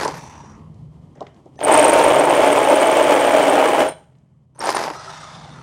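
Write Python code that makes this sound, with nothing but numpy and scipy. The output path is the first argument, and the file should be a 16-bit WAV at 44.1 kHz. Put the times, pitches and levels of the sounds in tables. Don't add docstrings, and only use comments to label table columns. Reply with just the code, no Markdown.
import sys
import numpy as np
from scipy import signal
from scipy.fft import rfft, irfft, next_fast_len
from scipy.io import wavfile
from scipy.ndimage import uniform_filter1d, map_coordinates

SR = 44100
rng = np.random.default_rng(int(sys.argv[2]) if len(sys.argv) > 2 else 0)


def int16_out(signal):
    q = np.round(np.clip(np.atleast_2d(signal).T, -1, 1) * 32767)
    wavfile.write(sys.argv[1], SR, q.astype(np.int16))


def volts_from_decibels(level):
    exponent = np.asarray(level, float) / 20
    return 10 ** exponent


N = 248106
TIME = np.arange(N) / SR


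def unit(x):
    return x / np.sqrt(np.mean(x ** 2) + 1e-20)


def along(points, hz):
    f, v = np.transpose(points)
    return np.interp(np.log(hz + 1), np.log(f + 1), v, -120, -120)


def curves(rows, outside=None):
    s, *cols = np.transpose(rows)
    return [np.interp(TIME, s, c, outside, outside) for c in cols]


def wobble(rate_hz):
    coarse = np.arange(0, N + 8, 8)
    knots = rng.standard_normal(int(N * rate_hz / SR) + 4)
    smooth = map_coordinates(knots, [coarse * rate_hz / SR])
    return unit(np.interp(np.arange(N), coarse, smooth))


def filtered(x, response):
    m = next_fast_len(N + SR // 4)
    hz = np.fft.rfftfreq(m, 1 / SR)
    return unit(irfft(rfft(x, m) * response(hz), m)[:N])


def coloured(x, spectrum):
    return filtered(x, lambda hz: volts_from_decibels(along(spectrum, hz)))


def resonance(f, hz, width_hz):
    return 1j * f / (hz * hz - f * f + 1j * f * width_hz)


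def ringing(x, modes):
    return sum(volts_from_decibels(db) * filtered(x, lambda f: resonance(f, hz, width)) for hz, width, db in modes)


def singing(x, hz, width_hz, db):
    return volts_from_decibels(db) * filtered(x, lambda f: resonance(f, hz, width_hz) ** 2)


def layers(spells, mix):
    force_db = np.max([curves(rows, outside=-120)[0] for rows in spells], axis=0)
    sharp_db = sum(curves(rows, outside=0)[1] for rows in spells)
    return [force_db] + [db + share * sharp_db for db, share in mix]


def grinding(chips, spectrum, edges_hz, levels_db):
    m = next_fast_len(N + SR // 4)
    hz = np.fft.rfftfreq(m, 1 / SR)
    steps = [1] + [1 / (1 + (edge / (hz + 1)) ** 16) for edge in edges_hz] + [0]
    whole = rfft(chips, m) * volts_from_decibels(along(spectrum, hz))
    thud, *upper = [unit(irfft(whole * (low - high), m)[:N]) for low, high in zip(steps, steps[1:])]
    return volts_from_decibels(levels_db[0]) * (thud + sum(volts_from_decibels(db) * part for db, part in zip(levels_db[1:], upper)))


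def blips(rows, fall):
    out, u = np.zeros(N + SR), np.arange(-1200, 1200) / SR
    for (s, db, hz, ms), turn in zip(rows, rng.random(len(rows))):
        v = u / (ms / 1000)
        swell = volts_from_decibels(db) * np.exp(-2.8 * (v * np.where(v < 0, 1.7, .75)) ** 2)
        tone = np.cos(2 * np.pi * (hz * u * (1 - fall * v / 2) + turn))
        out[round(s * SR):][:len(u)] += swell * tone
    return out[len(u) // 2:][:N]


# time in seconds, firings per second.
ENGINE_FIRING = [(0, 43), (.5, 42.8), (1.2, 43), (5.63, 43)]
# multiple of the firing rate, level in dB re the drone.
ENGINE_HARMONICS = [(3, -5.5), (4, -10), (5, -14.5)]


def engine():
    phase = 2 * np.pi * np.cumsum(curves(ENGINE_FIRING)[0]) / SR
    hum_hz, hum_db = 150.4, -3
    total = volts_from_decibels(hum_db + 2.5 * wobble(6)) * np.sin(2 * np.pi * hum_hz * TIME + .5 * wobble(8))
    for k, db in ENGINE_HARMONICS:
        total = total + volts_from_decibels(db + 4 * wobble(7)) * np.sin(round(k) * phase + .5 * wobble(8))
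    return total


# time in seconds, level in dB.
DRONE_LEVEL = [(0.0, -42), (0.1, -40), (0.27, -45), (0.77, -39), (1.49, -54), (1.71, -39.5), (1.91, -39),
               (2.73, -44), (3.51, -45), (3.89, -47), (4.07, -55.5), (4.54, -54.5), (4.78, -47),
               (5.12, -48.5), (5.63, -42)]
# time in seconds, level in dB.
WASH_LEVEL = [(0, -46.5), (.7, -52.5), (1.5, -53), (4, -63.5), (4.5, -66.5), (5, -66), (5.63, -48)]
# frequency in Hz, density in dB per Hz.
DRONE_COLOUR = [(90, -29), (122, -0.5), (143, -2), (165, 2), (210, -19), (260, -17), (320, -56)]
RUMBLE_COLOUR = [(20, -40.5), (45, -18), (72, -8.5), (100, -6.5), (130, -40.5)]
WASH_COLOUR = [(160, -18), (200, -0.5), (260, -1), (400, -8.5), (700, -14.5), (1100, -17), (1500, -33),
               (2000, -30.5), (2700, -35), (3100, -29), (3500, -36), (9000, -41), (15500, -63)]


def traffic():
    drone_db, = curves(DRONE_LEVEL)
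    rumble_db = -53 + 0.98 * (drone_db - drone_db.mean())
    noise = rng.standard_normal((3, N))
    throb = volts_from_decibels(drone_db + 0.96 * wobble(12))
    drone = throb * (volts_from_decibels(-5) * coloured(noise[0], DRONE_COLOUR) + engine())
    rumble = volts_from_decibels(rumble_db) * coloured(noise[1], RUMBLE_COLOUR)
    wash = volts_from_decibels(curves(WASH_LEVEL)[0] + 1.5 * wobble(35)) * coloured(noise[2], WASH_COLOUR)
    return drone + rumble + wash


# frequency in Hz, t60 in seconds.
YARD_DECAY = [(200, .45), (2000, .4), (9000, .33), (15000, .15)]


def yard(x):
    hz, t, z = signal.stft(rng.standard_normal(SR // 2), SR, nperseg=256)
    t60 = np.interp(hz, *np.transpose(YARD_DECAY))
    tail = signal.istft(z * volts_from_decibels(-60 * t / t60[:, None]), SR, nperseg=256)[1]
    late = np.pad(x, (300, 0))
    return signal.fftconvolve(late, tail / np.linalg.norm(tail))[:N]


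# time in seconds, peak in dB, thud in dB re the peak, click centre in Hz.
TAPS = [(0.014, -22, -0.5, 4540), (0.0484, -13.5, 12.5, 4880), (0.0776, -14.5, 5.5, 5460),
        (0.1384, -31, 8, 2495), (0.4316, -41.5, 8.5, 1500), (0.532, -51.5, 11, 1200),
        (0.5926, -46.5, -1, 2000), (0.7434, -50, -2.5, 5000), (1.154, -49.5, 18.5, 6980),
        (1.1722, -46.5, 17.5, 2000), (1.2064, -32, 23, 4390), (1.2251, -37, 15, 2990),
        (1.267, -28.5, -1.5, 1585), (1.2679, -34.5, -7, 2678), (1.271, -51.5, 4.5, 6520),
        (1.3443, -48.5, 7, 5030), (1.364, -46, 4, 2500), (1.4573, -52, 26, 5450), (1.557, -43.5, 8.5, 4000),
        (1.5901, -30, -2.5, 3000), (1.6057, -17.5, -2, 2580), (1.6281, -13, -2, 1800),
        (1.681, -11, 11, 2103), (1.9948, -4.5, -4.5, 2600), (2.0486, -16.5, -1, 3500),
        (4.1517, -52.5, 4.5, 2490), (4.1854, -54, -1, 4490), (4.586, -34, 12, 1496),
        (4.669, -15, -6.5, 4070), (4.6902, -11, -1.5, 3970), (4.822, -25, 2.5, 4500),
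        (4.9048, -24.5, 9, 2000)]


def taps():
    out, t = np.zeros(N + SR), np.arange(4096) / SR
    f = np.fft.rfftfreq(len(t), 1 / SR) + 1
    for s, db, thud_db, hz in TAPS:
        noise = rfft(rng.standard_normal((2, len(t))))
        click = unit(irfft(noise[0] * volts_from_decibels(-9 * np.log2(f / hz) ** 2) / (1 + (f / 9000) ** 8)))
        click = click * volts_from_decibels(db - 8) * (volts_from_decibels(-60 * t / .013) + volts_from_decibels(-20 - 60 * t / .12))
        thud_hz = 540 * volts_from_decibels(0.12 * (db + thud_db + 9.5))
        thud = unit(irfft(noise[1] * volts_from_decibels(-7 * np.log2(f / thud_hz) ** 4)))
        thud = thud * volts_from_decibels(db + thud_db - 13.5 - 40 * (t / 0.038) ** 2)
        out[round(s * SR):][:len(t)] += click * (1 - np.exp(-t / .0005)) + thud * (1 - np.exp(-t / .005))
    return out[:N]


# time in seconds, level in dB, frequency in Hz, length in ms.
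CHIRPS = [(1.157, -72, 6170, 15), (1.575, -63, 6040, 18), (1.595, -57.5, 6300, 18), (1.59, -67.5, 8990, 46),
          (4.553, -64, 6000, 15), (4.572, -67, 6350, 20), (4.555, -67.5, 8900, 15.4),
          (4.562, -72, 10600, 18), (4.606, -28.5, 5500, 4.5), (2.4, -52, 3700, 30), (1.583, -55, 1800, 8)]


def chirps():
    return blips(CHIRPS, fall=-.01) * volts_from_decibels(4 * wobble(350) + 1.5)


def fan_top(bins, frames, start_s, top_hz, fall_hz_per_s):
    lowest_hz, edge_db_per_khz, crest_db = 9700, 3.5, 0
    edge = np.maximum(top_hz - fall_hz_per_s * (frames * 256 / SR - start_s), lowest_hz)
    over_khz = (bins * SR / 512 - edge) / 1000
    crest = crest_db * np.exp(-(over_khz + 1) ** 2) * (edge > lowest_hz)
    return crest - edge_db_per_khz * np.clip(over_khz, 0, 5)


# time in seconds, rattle in dB, sharpness in dB.
COAST = [
    [(0.14, -42.5, 5.5), (0.25, -42.5, 4), (0.5, -51, -4), (0.57, -53, -14), (0.7, -66, -40)],
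    [(4.9, -36.5, -9), (4.97, -41, 5.5), (5.08, -39.5, 6.5), (5.3, -41, 4.5), (5.45, -42.5, 1),
     (5.63, -47, 1.5)],
    [(1.15, -64.5, 2), (1.16, -56.5, -15), (1.24, -56, -15), (1.4, -67.5, -12)],
]
# frequency in Hz, density in dB per Hz.
WHIR = [
    [(300, -14), (530, -16), (950, 0), (1500, -14), (3300, -22), (3550, -18), (3900, -23), (5400, -20),
     (5790, -10), (6250, -17.5), (9600, -31.5), (12300, -53), (15500, -47)],
    [(250, -14.5), (550, -11), (640, -2.5), (1130, -2.5), (1280, -5), (1450, -6.5), (2500, -14),
     (3200, -13), (3600, -7), (5700, -9), (9250, -23.5), (10300, -42.5), (15500, -45)],
    [(300, 0.5), (1400, -10.5), (2000, 6), (2600, -11), (3200, -1.5), (4200, -20), (5600, -5), (9000, -22)],
]
# start in seconds, top then in Hz, fall in Hz per second.
FAN_TOP = [
    (.15, 13700, 20000),
    (4.2, 15100, 8900),
    (1.15, 9000, 1100),
]
# level in dB re the thud, share of the sharpness followed.
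COAST_MIX = [(-10, .1), (-9.5, 0.54), (-30.5, 1.5)]


def coasting():
    total = 0
    for rows, spectrum, top in zip(COAST, WHIR, FAN_TOP):
        z = signal.stft(rng.standard_normal(N), nperseg=512)[2]
        bins, frames = np.indices(z.shape)
        knots = rng.standard_normal((300, 60))
        bands = map_coordinates(knots, [bins * (1 + frames / 900) / 2.7, frames / 18], mode="wrap")
        gain_db = 2.8 * bands + fan_top(bins, frames, *top)
        hiss = signal.istft(z * volts_from_decibels(gain_db), nperseg=512)[1][:N]
        hiss = hiss * volts_from_decibels(1.3 * wobble(90) + 1.6 * wobble(250))
        total = total + grinding(hiss, spectrum, [1600, 3000, 9900], layers([rows], COAST_MIX))
    return total


# frequency in Hz, width in Hz, start in seconds, end in seconds, level in dB.
CLATTER = [(946, 120, .15, 0.566, -52), (5760, 130, .17, .6, -58.5), (3490, 150, .19, 0.37, -67),
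           (3000, 150, 1.28, 1.34, -64.5), (1271, 55, 4.93, 5.06, -41), (1307, 40, 5.072, 5.13, -34),
           (1250, 50, 5.15, 5.2, -43), (1240, 50, 5.22, 5.31, -42.5), (5190, 70, 4.9, 5.5, -59),
           (5090, 60, 5.03, 5.3, -55), (3560, 260, 5.09, 5.63, -50.5), (5800, 54, 4.95, 5.3, -52),
           (1390, 150, 5.9, 5.47, -48), (1340, 180, 5.54, 5.6, -48), (1930, 60, 4.93, 5.1, -50.5),
           (390, 15, 4.95, 5.2, -52), (9300, 200, 5.25, 5.7, -68), (8260, 150, 5.08, 5.28, -60),
           (11800, 150, .14, .19, -61), (15000, 500, .2, .42, -75)]


def clatter():
    lumps = volts_from_decibels(2.5 * wobble(35) + 1.8 * wobble(200)) * rng.standard_normal(N)
    fade_db_per_s = 12.5
    total = 0
    for hz, width_hz, start, end, db in CLATTER:
        gate = np.clip(np.minimum((TIME - start) / .006, (end - TIME) / (.25 * (end - start))), 0, 1)
        fade = volts_from_decibels(-fade_db_per_s * np.clip(TIME - start, 0, 1))
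        total = total + gate * fade * singing(lumps, hz, 1.5 * width_hz, db)
    return total


# frequency in Hz, level in dB, t60 in seconds.
AFTER_MODES = [(635, 0.5, .22), (885, -2, .25), (1497, -11, 0.32), (2200, -13, 0.26), (3060, -11, 0.32),
               (3345, -13, 0.26), (4011, -15, 0.34), (5249, -20, .17), (8839, -11, 0.323),
               (9189, -11.5, 0.23)]


def after_ring():
    stop_s, level_db, width_hz = 3.92, -48, 110
    since = TIME - stop_s
    noise = np.clip(since / .04 + 1.9, 0, 1) * rng.standard_normal(N)
    total = 0
    for hz, db, t60 in AFTER_MODES:
        decay = volts_from_decibels(-60 * np.clip(since, -.03, 2) / t60)
        total = total + decay * singing(noise, hz, width_hz, db + level_db)
    return total


# frequency in Hz, width in Hz, relative level in dB.
SHANK = [(10632, 14, 0), (10702, 12, 0), (11725, 60, -15), (12845, 90, -10)]


def shank(chips):
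    return ringing(chips, SHANK)


def fractures(rate_hz, spread_db, soft_hz):
    sizes = volts_from_decibels(spread_db * np.clip(rng.standard_normal(N), -2, 2))
    pushes = -1. * (rng.random(N) < rate_hz / SR) * sizes
    return filtered(pushes, lambda hz: 1 / (1 + (hz / soft_hz) ** 2))


LOOSE_BLOWS_PER_S = 91
# time in seconds, force in dB, sharpness in dB.
LOOSE = [
    [(0, -27.5, 1), (0.055, -28.5, 0), (0.12, -36, 0.5), (0.16, -39.5, 3.5), (0.21, -48, 2)],
    [(4.55, -60.5, -10), (4.58, -53, -10), (4.61, -30.5, 0), (4.69, -21.5, 1.5), (4.722, -32, 6.5),
     (4.75, -22.5, -0.5), (4.875, -29.5, 3), (4.895, -33.5, -2), (4.97, -47.5, 7)],
]
# frequency in Hz, density in dB per Hz.
FREE_COLOUR = [(200, -8.5), (270, -2.5), (480, 0), (600, 0.5), (730, -14.5), (900, 4.5), (1200, -1),
               (2850, -18.5), (5000, -7.5), (7800, -18), (9900, -23.5), (15500, -37)]
# level in dB re the thud, share of the sharpness followed.
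LOOSE_MIX = [(-7.5, 0.55), (-10, .6), (-29.5, 1.8)]


def loose():
    levels = layers(LOOSE, LOOSE_MIX)
    force_db = 2.7 * wobble(300) + 1.1 * wobble(60) - 6.2 * (LOOSE_BLOWS_PER_S * TIME % 1)
    chips = unit(volts_from_decibels(force_db) * rng.standard_normal(N))
    broken = chips + .22 * fractures(220, 3.5, 2600)
    rings = volts_from_decibels(-29) * shank(chips) + ringing(chips, [(9050, 84, -32)])
    return grinding(broken, FREE_COLOUR, [1500, 3200, 9800], levels) + volts_from_decibels(levels[0]) * rings


# time in seconds, turns made.
SPINDLE = [(1.4, -7), (1.7796, 0), (1.989, 4), (2.255, 9), (2.5339, 14), (2.8742, 20), (3.0952, 24),
           (3.441, 30), (3.7352, 35), (4.5, 48)]


def spindle():
    return uniform_filter1d(curves(SPINDLE)[0], SR // 8)


# first turn, last turn, angle in turns, peak in dB, frequency in Hz.
SPOTS = [(3, 5, 0, -18, 9480), (6, 20, 0, -23, 8900), (23, 31, 0, -24, 8660), (5, 8, -.085, -22.5, 8750),
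         (14, 20, -.08, -22, 8720), (4, 11, -.25, -23, 8560), (13, 20, -.27, -24.5, 8420),
         (21, 23, -.23, -20, 8430), (25, 31, -.195, -24, 8560), (34, 35, .2, -23.5, 8850),
         (34, 36, .01, -25, 8710)]
# time in seconds, peak in dB, frequency in Hz.
SQUEAKS = [(0.052, -27.5, 9710), (0.0837, -39, 9100), (1.6364, -19.5, 8770), (1.6416, -16, 8960),
           (1.649, -11.5, 8600), (1.6824, -24, 8650), (1.7196, -24, 8320), (3.5335, -26.5, 8870),
           (3.8875, -27, 8960), (3.892, -26, 8850), (4.5925, -24.5, 8710), (4.6408, -29.5, 8980),
           (4.6559, -23, 8840), (4.704, -24, 9200), (4.7523, -18, 9170), (4.7644, -24, 8980)]
# time in seconds, peak in dB, frequency in Hz.
FIRST_SLIPS = [(1.7173, -18.5, 8070), (1.7248, -21, 9370), (1.7248, -11, 8890), (1.7428, -10.5, 9000),
               (1.7428, -7, 8600), (1.7763, -12, 8910), (1.7767, -12.5, 8900), (1.7957, -11, 8660),
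               (1.8286, -22.5, 8360), (1.8286, -13.5, 8990), (1.8433, -13, 8780), (1.848, -11.5, 8650),
               (1.8815, -24, 9340), (1.882, -13.5, 8900), (1.8969, -11, 8780), (1.9348, -13, 9520)]


def slips():
    rows = []
    for first, last, angle, db, hz in SPOTS:
        rows += [(turn + angle, db, hz) for turn in range(round(first), round(last) + 1)]
    rows = np.array(rows)
    rows = rows + rng.standard_normal(rows.shape) * [.014, 2.2, 170]
    s, turns = np.transpose(SPINDLE)
    at_s = np.interp(rows[:, 0], turns, s)
    return np.vstack([SQUEAKS, FIRST_SLIPS, np.column_stack([at_s, rows[:, 1:]])])


# frequency in Hz, density in dB per Hz.
SCRAPE_COLOUR = [(3000, -19.5), (4500, -7), (7000, -4), (11000, -8.5), (15500, -9)]


def squeaks():
    s, db, hz = slips().T
    draw = rng.random((len(s), 6))
    ms = np.clip(2.5 + 0.028 * (db + 13) + 1.3 * (draw[:, 0] - .5), .6, 4)
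    main = np.transpose([s, db, hz, ms])
    side_s, side_hz = s + 0.0064 * (draw[:, 4] - .1), hz * (.95 + .09 * draw[:, 5])
    side = np.transpose([side_s, db - 6, side_hz, .62 * ms])
    chatter_s, chatter_hz = s - .004 + .014 * draw[:, 1], hz * (.96 + 0.08 * draw[:, 3])
    chatter = np.transpose([chatter_s, db - 12 - 6 * draw[:, 2], chatter_hz, 1.1 * ms])
    tones = blips(np.vstack([main, side, chatter]), fall=.025)
    rubbing = uniform_filter1d(uniform_filter1d(np.abs(tones), 350), 350)
    hiss = coloured(rng.standard_normal(N), [(7600, -25), (8300, 4), (9300, 6), (10000, -33.5)])
    rasp = uniform_filter1d(np.abs(tones), 60) * coloured(rng.standard_normal(N), SCRAPE_COLOUR)
    return tones + volts_from_decibels(-3.5) * rubbing * hiss + volts_from_decibels(-18.5) * rasp


BLOWS_PER_TURN, BLOW_ANGLE = 4, .35


def blows():
    rows = []
    loaded_count = BLOWS_PER_TURN * spindle() + BLOW_ANGLE
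    loose_count = LOOSE_BLOWS_PER_S * TIME
    for count, spells, level_db in [(loaded_count, [PRESSED], 2), (loose_count, LOOSE, -4.5)]:
        at = np.flatnonzero(np.diff(np.floor(count)))
        draw = rng.standard_normal((600, 2))[:len(at)]
        db = layers(spells, [])[0][at] + level_db + 2.5 * draw[:, 0]
        s = np.abs(at / SR + .001 * draw[:, 1])
        rows += [row for row in zip(s, db, rng.random(600)) if row[1] > -70]
    return rows


# time in seconds, peak in dB.
BITES = [(1.5919, -18), (1.6141, -11), (1.6425, -10.5), (1.6592, -1), (1.6685, -4), (1.684, -14.5),
         (1.7433, -4.5), (3.8199, -8)]
# time in seconds, heard peak in dB.
LOADED_BITES = [(1.6981, 0.5), (1.7071, -4), (1.7159, -4.5), (1.7259, -3), (1.7512, -6), (1.763, -2),
                (1.7753, 1), (1.7945, -3.5), (1.806, -2.5), (1.8274, -3), (1.8419, -3), (1.8521, 0.5),
                (1.8681, -2.5), (1.8843, -3), (1.9003, -6), (1.9217, -7.5), (1.9535, 0.5), (1.9727, -9),
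                (1.9951, -5.5), (2.0088, -3), (2.0485, -5), (2.0697, -5.5), (2.1015, -9), (2.1135, 0.5),
                (2.1672, -0.5), (2.2088, -3.5), (2.2202, -3.5), (2.2736, -4), (2.284, -4.5), (2.3072, -1.5),
                (2.3283, -3), (2.3835, -8.5), (2.3996, -10), (2.4518, -10.5), (2.4857, -3.5),
                (2.5042, -2.5), (2.5812, -2.5), (2.652, -2.5), (2.6747, -3), (2.7094, -1.5), (2.7272, -2.5),
                (2.8921, -4.5), (2.9756, -5), (3.0058, -4.5), (3.2766, 0), (3.349, -2), (3.3749, -6),
                (3.407, -3), (3.4673, -4.5), (3.493, -4), (3.5094, -4), (3.5258, -3.5), (3.5812, -1.5),
                (3.6268, -2), (3.6407, -4.5), (3.7342, -4.5), (3.7488, -6), (3.762, -4)]
LOOSE_BITES = [(0.008, -17), (0.0178, -24), (0.0245, -18), (0.0342, -13), (0.0412, -24), (0.0534, -14.5),
               (0.0613, -31), (0.0721, -19), (0.0803, -16), (0.0892, -19), (0.1008, -19), (0.1407, -21.5),
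               (4.6243, -17), (4.6411, -12), (4.6465, -11), (4.6555, -14), (4.6608, -17), (4.6724, -9),
               (4.6816, -12), (4.6915, -4.5), (4.6989, -14), (4.7047, -11), (4.7204, -20), (4.7281, -22),
               (4.74, -18), (4.749, -6.5), (4.755, -21), (4.7652, -12), (4.7715, -14), (4.7798, -25),
               (4.792, -13), (4.7979, -17), (4.804, -12), (4.809, -17), (4.8158, -15), (4.8246, -15),
               (4.838, -17), (4.8605, -21), (4.8706, -16), (4.8796, -13.5), (4.8847, -14), (4.9082, -20)]


def bites():
    out, t = np.zeros(N + SR), np.arange(-300, 500) / SR
    push_db = 3
    rows = BITES + [(s, db + push_db) for s, db in LOADED_BITES + LOOSE_BITES]
    big = [(s, db, pitch) for (s, db), pitch in zip(rows, rng.random(len(rows)))]
    for s, db, pitch in big + blows():
        swing = np.exp(-np.abs(t) / np.where(t < 0, .0009, .0016))
        thump = -np.cos(2 * np.pi * (640 + 300 * pitch) * t) * swing
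        crack = (t > -.0004) * volts_from_decibels(-7.5 - 60 * t / 0.0076) * rng.standard_normal(len(t))
        out[round(s * SR):][:len(t)] += volts_from_decibels(db - 4.5) * (thump + crack)
    band = signal.butter(5, [260, 3700], "bandpass", fs=SR, output="sos")
    return signal.sosfiltfilt(band, out[300:][:N])


# time in seconds, force in dB, sharpness in dB.
PRESSED = [(1.585, -56, 11.5), (1.62, -27.5, -12), (1.655, -24, -12), (1.69, -16, 0), (1.75, -14.5, 7.5),
           (2.1, -16.5, 1), (3.82, -16.5, 0.5), (3.88, -25.5, 3.5), (3.92, -38.5, 6), (3.95, -51.5, 15),
           (4.08, -69, 16)]
# level in dB re the thud, share of the sharpness followed.
PRESSED_MIX = [(-9, 0.26), (-21, 0.64), (-50.5, 1.2)]
# frequency in Hz, density in dB per Hz.
BLOCK_COLOUR = [(200, -12), (255, -18), (290, -0.5), (350, 2), (600, 6.5), (760, 0.5), (1000, 0),
                (1500, -13.5), (3300, -19.5), (3900, -31.5), (5000, -32), (8000, -29.5), (10500, -33),
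                (15500, -40.5)]
# frequency in Hz, width in Hz, level in dB re the thud.
BODY = [(285.5, 27, -16.5), (630, 7.6, -11), (600, 75, -8.5), (2225, 160, -24), (3007, 33, -27),
        (8600, 480, -42.5), (9100, 67, -31.5)]
# multiple of the spindle, level in dB re the thud.
GEARS = [(16, -12), (33, -12), (48.1, -4.5)]


def pressed():
    s, db, sharp = PRESSED[-1]
    dying_s, dying_db_per_s = .4, 43.5
    murmur = (s + dying_s, db - dying_db_per_s * dying_s, sharp)
    levels = layers([PRESSED + [murmur]], PRESSED_MIX)
    turns = spindle()
    catch = uniform_filter1d(.5 - (turns - .11) % 1, SR // 200)
    since_blow = (BLOWS_PER_TURN * turns + BLOW_ANGLE) % 1
    uneven_db = 1.5 * wobble(420) + 1.1 * wobble(70) + .5 * wobble(8.2)
    force_db = 1.1 * catch - 4.1 * since_blow + uneven_db
    chips = unit(volts_from_decibels(force_db) * rng.standard_normal(N))
    broken = chips + .3 * fractures(300, 3.5, 2400)
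    whine = 0
    for k, db in GEARS:
        whine = whine + np.sin(2 * np.pi * k * turns + .8 * wobble(40)) * volts_from_decibels(1.3 * wobble(30) + db)
    rings = ringing(chips, BODY) + volts_from_decibels(-39.5 + 3.3 * wobble(25)) * shank(chips) + whine
    return grinding(broken, BLOCK_COLOUR, [1300, 3800, 10000], levels) + volts_from_decibels(levels[0]) * rings


def scene():
    sharp = squeaks() + chirps() + bites() + taps()
    steady = pressed() + loose() + coasting() + clatter() + after_ring()
    echo = volts_from_decibels(-17.5) * yard(sharp + volts_from_decibels(-7) * steady)
    return (sharp + steady + echo + traffic())[None]


def low_pass(x):
    return signal.sosfilt(signal.butter(12, 16270, fs=SR, output="sos"), x)


def record(dry):
    held = dry / (1 + np.abs(dry / 1.04) ** 4) ** (1 / 4)
    hz = np.fft.rfftfreq(N, 1 / SR)
    mix = irfft(rfft(held) * ((hz > 36) & (hz < 15830)), N)
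    return low_pass(mix)


dry = scene()
out = record(dry)
int16_out(out)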